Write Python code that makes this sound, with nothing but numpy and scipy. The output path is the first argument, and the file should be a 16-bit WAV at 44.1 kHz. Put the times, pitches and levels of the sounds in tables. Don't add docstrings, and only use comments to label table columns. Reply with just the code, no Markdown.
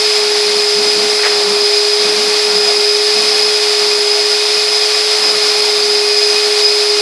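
import sys
import numpy as np
from scipy import signal
from scipy.fft import rfft, irfft
from scipy.io import wavfile
from scipy.ndimage import uniform_filter1d, minimum_filter1d

SR = 44100
rng = np.random.default_rng(int(sys.argv[2]) if len(sys.argv) > 2 else 0)


def unload_audio(sound):
    columns = np.transpose(np.atleast_2d(sound))
    steps = np.round(np.clip(columns, -1, 1) * 32767)
    wavfile.write(sys.argv[1], SR, steps.astype(np.int16))


N = 309141
TIME = np.arange(N) / SR
FREQ = np.maximum(np.fft.rfftfreq(N, 1 / SR), 1)


def undb(db):
    return 10 ** (np.asarray(db) / 20)


def unit(x):
    return x / np.sqrt(np.mean(x ** 2))


def eq_curve(points):
    hz, db = np.transpose(points)
    return np.interp(np.log(FREQ), np.log(hz), db)


def colour(x, db):
    return unit(irfft(rfft(x) * undb(db), N))


def wander(rate_hz):
    return colour(rng.standard_normal(N), -10 * np.log10(1 + (FREQ / rate_hz) ** 4))


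def bumps(rows):
    return sum(db * np.exp(-((TIME - middle) / half) ** 2) for middle, half, db in rows)


# frequency in Hz, level in dB.
WATER_EQ = [(100, -48), (400, -13.5), (700, -5), (1100, -11.5), (1450, -6), (2100, -5), (3200, -17),
            (5000, -29), (10000, -48)]

def spray(per_second, scatter_db):
    hits = rng.random(N) < per_second / SR
    drops = hits * rng.standard_normal(N)
    size_db = scatter_db * np.minimum(rng.exponential(size=N), 2)
    return colour(drops * undb(size_db), eq_curve(WATER_EQ))


# peak time, rise and fall in seconds, level in dB.
SLURP_BURSTS = [(1.194, 0.005, 0.01, -21), (1.241, 0.007, 0.005, -16), (1.2565, 0.005, 0.005, -10.5),
                (1.27, 0.004, 0.009, -14.5), (1.318, 0.003, 0.007, -23)]

def slurp():
    envelope = 0
    for peak, rise, fall, db in SLURP_BURSTS:
        width = np.where(TIME < peak, rise, fall)
        envelope += undb(db) * np.exp(-.5 * ((TIME - peak) / width) ** 2)
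    return envelope * spray(per_second=3000, scatter_db=1)


# start and length in seconds, first and last pitch in Hz, level in dB.
LIP_GROANS = [(0.74, 0.091, 139.4, 278, -33), (0.824, 0.081, 275, 295, -35), (0.93, 0.074, 315, 335, -31),
              (0.957, 0.135, 231, 220, -37), (1.452, 0.095, 193, 212, -30), (2.072, 0.09, 317, 310, -35),
              (2.163, 0.072, 222, 230, -32.5), (2.486, 0.14, 178, 196, -37), (2.67, 0.05, 690, 655, -24),
              (2.737, 0.054, 325, 360, -33), (3.154, 0.09, 216, 225, -38), (4.15, 0.07, 675, 685, -27),
              (5.348, 0.045, 134, 120, -41), (5.76, 0.079, 145, 135, -49)]

def lip_groans(jitter=0.048, overtone_db=-10):
    out = 0
    unevenness = 1 + jitter * wander(57)
    for start, length, first_hz, last_hz, db in LIP_GROANS:
        progress = np.clip((TIME - start) / length, 0, 1)
        pitch = (first_hz + (last_hz - first_hz) * progress) * unevenness
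        phase = 2 * np.pi * np.cumsum(pitch) / SR
        slips = unit(np.sin(phase) + undb(overtone_db) * np.sin(2 * phase))
        out += undb(db) * np.sin(np.pi * progress) * slips
    return out


# start and length in seconds, rubbing and brushing levels in dB.
NOZZLE_STROKES = [(0.16, 0.25, -40, -32), (0.444, 0.16, -32.5, -35), (0.753, 0.16, -32, -31),
                  (0.92, 0.2, -31.5, -31), (1.288, 0.337, -35.5, -26.5), (1.977, 0.34, -30.5, -28),
                  (2.44, 0.35, -34.5, -27.5), (3.125, 0.13, -31.5, -33), (3.277, 0.21, -38, -29.5),
                  (3.783, 0.21, -39.5, -30.5), (4.04, 0.06, -48, -35), (4.53, 0.04, -41, -38),
                  (4.656, 0.1, -43, -36), (4.986, 0.034, -46, -40), (5.183, 0.18, -33.5, -27),
                  (5.458, 0.28, -44, -30), (5.75, 0.21, -39, -35), (6.113, 0.04, -44, -37),
                  (6.294, 0.04, -45, -38), (6.43, 0.05, -44, -33), (6.56, 0.04, -44, -35)]

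def stroke_envelopes(attack_s=0.038, release_s=0.035, sag_db_per_s=10):
    rubbing, brushing = 0, 0
    for start, length, rub_db, brush_db in NOZZLE_STROKES:
        age = np.maximum(TIME - start, 0)
        attack = np.minimum(age / attack_s, 1)
        release = np.exp(-np.maximum(age - length, 0) / release_s)
        envelope = undb(-sag_db_per_s * age) * attack * release
        rubbing += undb(rub_db) * envelope
        brushing += undb(brush_db) * envelope
    return rubbing, brushing


# middle and half length in seconds, lift or dip in dB.
RUMBLE_RIDES = [(1.85, .1, 5), (2.98, 0.073, 0), (4.97, 0.25, -25), (6.8, 0.065, -6)]
# frequency in Hz, level in dB.
PILE_EQ = [(30, -8), (80, -22), (120, -17.5), (160, -7), (195, 2), (270, -2.5), (340, -1), (500, -1),
           (1000, -27), (3000, -58)]
# frequency in Hz, level in dB.
FIBRE_EQ = [(150, -44), (450, 0.5), (750, 6.5), (1300, 3), (2500, -14), (6000, -38)]

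def nozzle(creep_db=-53, creep_wander_db=6, judder_db=0.5, sip_db=-6):
    rubbing, brushing = stroke_envelopes()
    creep = undb(creep_db + bumps(RUMBLE_RIDES) + creep_wander_db * wander(8.4))
    rumble = colour(rng.standard_normal(N), eq_curve(PILE_EQ)) * undb(judder_db * wander(29))
    swish = colour(rng.standard_normal(N), eq_curve(FIBRE_EQ))
    sip = undb(sip_db) * spray(per_second=1800, scatter_db=1.5)
    return np.hypot(rubbing, creep) * rumble + brushing * (swish + sip)


# pitch in Hz, bandwidth in Hz, level in dB.
HOSE_WHISTLES = [(2488, 26, -34.7), (4255, 14, -32.5)]

def hose_whistles(drift_hz=5, swell_db=3.0, swell_hz=5):
    out = 0
    for hz, width_hz, db in HOSE_WHISTLES:
        phase = 2 * np.pi * np.cumsum(hz + drift_hz * wander(2)) / SR
        ringing = wander(width_hz / 2) * np.cos(phase) + wander(width_hz / 2) * np.sin(phase)
        out += undb(db + swell_db * wander(swell_hz)) * ringing
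    return out


# frequency in Hz, level in dB.
AIR_EQ = [(130, -71), (215, -30), (275, -22.5), (330, -16.5), (520, -17), (690, -9.5), (1050, -14),
          (1650, -15), (2200, -10.5), (2900, -13.5), (4000, -7), (4850, -3.5), (5020, 0), (5300, -7),
          (5750, -13), (6500, -16.5), (9500, -21), (10300, -22), (11600, -33)]
# centre in Hz, width in Hz, lift or dip in dB.
STANDING_WAVES = [(662, 17, 4.5), (797, 22, 3), (848, 16, 3), (980, 32, -2.5), (1160, 17, 6.5),
                  (1426, 18, 7.5), (1760, 40, 5.5), (2110, 45, 4.5), (2405, 20, -4), (2460, 36, 7.5),
                  (2595, 16, 3.5), (2755, 22, 3.5), (2895, 30, 5), (3011, 14, 5), (3326, 24, 7),
                  (3463, 15, 4.5), (3652, 20, 7.5), (3948, 22, 5.5), (4099, 24, -4), (4253, 24, 5),
                  (4340, 30, 5), (4581, 22, 6), (4655, 45, -4), (4710, 30, 6), (4829, 16, 6), (4925, 45, 3),
                  (4997, 30, 3), (5202, 18, 6.5), (5461, 32, 5.5), (5764, 28, 4), (6005, 26, 7.5),
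                  (6135, 70, 3.5), (7500, 52, 6)]

def airflow(overspeed_hz, cruise_db=-14, db_per_hz=0.15, flicker_db=0.43):
    resonance_db = sum(db / (1 + (2 * (FREQ - hz) / width) ** 2) for hz, width, db in STANDING_WAVES)
    rush = colour(rng.standard_normal(N), eq_curve(AIR_EQ) + resonance_db)
    return rush * undb(cruise_db + db_per_hz * overspeed_hz + flicker_db * wander(8.5))


def rotor_tone(cycles, flutter, eddy_hz=65, sway_hz=14, sway_rad=0.12):
    phase = 2 * np.pi * cycles + sway_rad * wander(sway_hz)
    steady = np.sqrt(2 * (1 - flutter ** 2))
    in_phase = steady + flutter * wander(eddy_hz)
    quadrature = flutter * wander(eddy_hz)
    return in_phase * np.cos(phase) + quadrature * np.sin(phase)


# multiple of the shaft rate, level in dB, flutter from 0 to 1.
SHAFT_OVERTONES = [(2, -42.5, 0), (3, -46, 0), (6, -35, 0.5), (18, -52, 0.8), (22, -49.5, 0.35),
                   (24, -38.5, 0.6)]

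def motor_overtones(turns):
    return sum(undb(db) * rotor_tone(multiple * turns, flutter)
               for multiple, db, flutter in SHAFT_OVERTONES)


# middle and half length in seconds, lift or dip in dB.
WHINE_RIDES = [(0.12, 0.06, 1.2), (0.54, 0.041, -5.0), (1.0, 0.03, -5), (1.14, 0.03, -7.5),
               (1.49, 0.051, -5.3), (1.65, 0.04, 2.5), (1.92, 0.037, 5.5), (2.19, 0.06, -6.8),
               (2.39, 0.083, -7.2), (2.68, 0.07, 3.2), (2.86, 0.09, 5), (3.03, 0.025, -5), (3.14, 0.03, -5),
               (3.7, 0.041, -7.3), (3.92, 0.13, 2.6), (4.14, 0.035, 5.5), (4.27, 0.02, -6), (4.35, 0.05, 2),
               (4.47, 0.033, -8.5), (4.63, 0.025, -7.5), (4.8, 0.1, 1.2), (5.0, 0.035, -6),
               (5.16, 0.03, -5), (5.26, 0.03, 7.3), (5.38, 0.025, -8.5), (5.54, 0.03, 2.1),
               (5.68, 0.027, -8.5), (6.2, 0.182, 4), (6.53, 0.073, -5.3), (6.66, 0.06, 9.7)]

def impeller_whine(turns, shaft_hz, blades=12, level_db=-20, wander_db=1):
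    null_shaft_hz, null_half_width_hz, null_db = 419.8, 1.2, -1.5
    dip_db = null_db * np.exp(-((shaft_hz - null_shaft_hz) / null_half_width_hz) ** 2)
    whine = rotor_tone(blades * turns, flutter=0.45, eddy_hz=42)
    return whine * undb(level_db + dip_db + bumps(WHINE_RIDES) + wander_db * wander(26))


# middle and half length in seconds, dip in dB.
HUM_RIDES = [(1.35, 0.25, -1.1), (4.75, 1, -2), (5.28, 0.071, -1.5)]

def shaft_hum(turns, overspeed_hz, cruise_db=-17.5, db_per_hz=-0.32, wander_db=0.54):
    level_db = cruise_db + db_per_hz * overspeed_hz + bumps(HUM_RIDES) + wander_db * wander(12)
    return undb(level_db) * unit(np.sin(2 * np.pi * turns))


# time in seconds, shaft rate in Hz.
SHAFT_SPEED = [(0.0, 423.9), (0.26, 418.1), (0.55, 417.6), (0.74, 416.1), (0.97, 419.3), (1.17, 420.3),
               (1.45, 412.8), (1.94, 416.9), (2.12, 420.2), (2.41, 420.1), (2.66, 416.5), (2.94, 416.5),
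               (3.23, 423.0), (3.63, 420.2), (4.05, 415.8), (4.5, 420.7), (5.19, 423.7), (5.38, 421.1),
               (5.55, 420.7), (6.02, 415.7), (6.45, 419.1), (7.01, 416.3)]

def shaft_motion(wobble=0.00042):
    shaft_hz = np.interp(TIME, *np.transpose(SHAFT_SPEED))
    turns = np.cumsum(shaft_hz * (1 + wobble * wander(13.7))) / SR
    return shaft_hz, turns


def scene(cruise_hz=419.0):
    shaft_hz, turns = shaft_motion()
    overspeed_hz = shaft_hz - cruise_hz
    motor = shaft_hum(turns, overspeed_hz) + impeller_whine(turns, shaft_hz) + motor_overtones(turns)
    return (motor + airflow(overspeed_hz) + hose_whistles() + nozzle() + lip_groans() + slurp())[None]


def record(dry, ceiling=0.97, low_cut_hz=115, high_cut_hz=12800):
    needed_gain = ceiling / np.maximum(np.abs(dry), ceiling)
    gain = uniform_filter1d(minimum_filter1d(needed_gain, size=161), size=161)
    low_cut = signal.butter(2, low_cut_hz, "high", fs=SR, output="sos")
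    high_cut = signal.ellip(8, .2, 70, high_cut_hz, fs=SR, output="sos")
    return signal.sosfilt(high_cut, signal.sosfilt(low_cut, dry * gain))


dry = scene()
out = record(dry)
unload_audio(out)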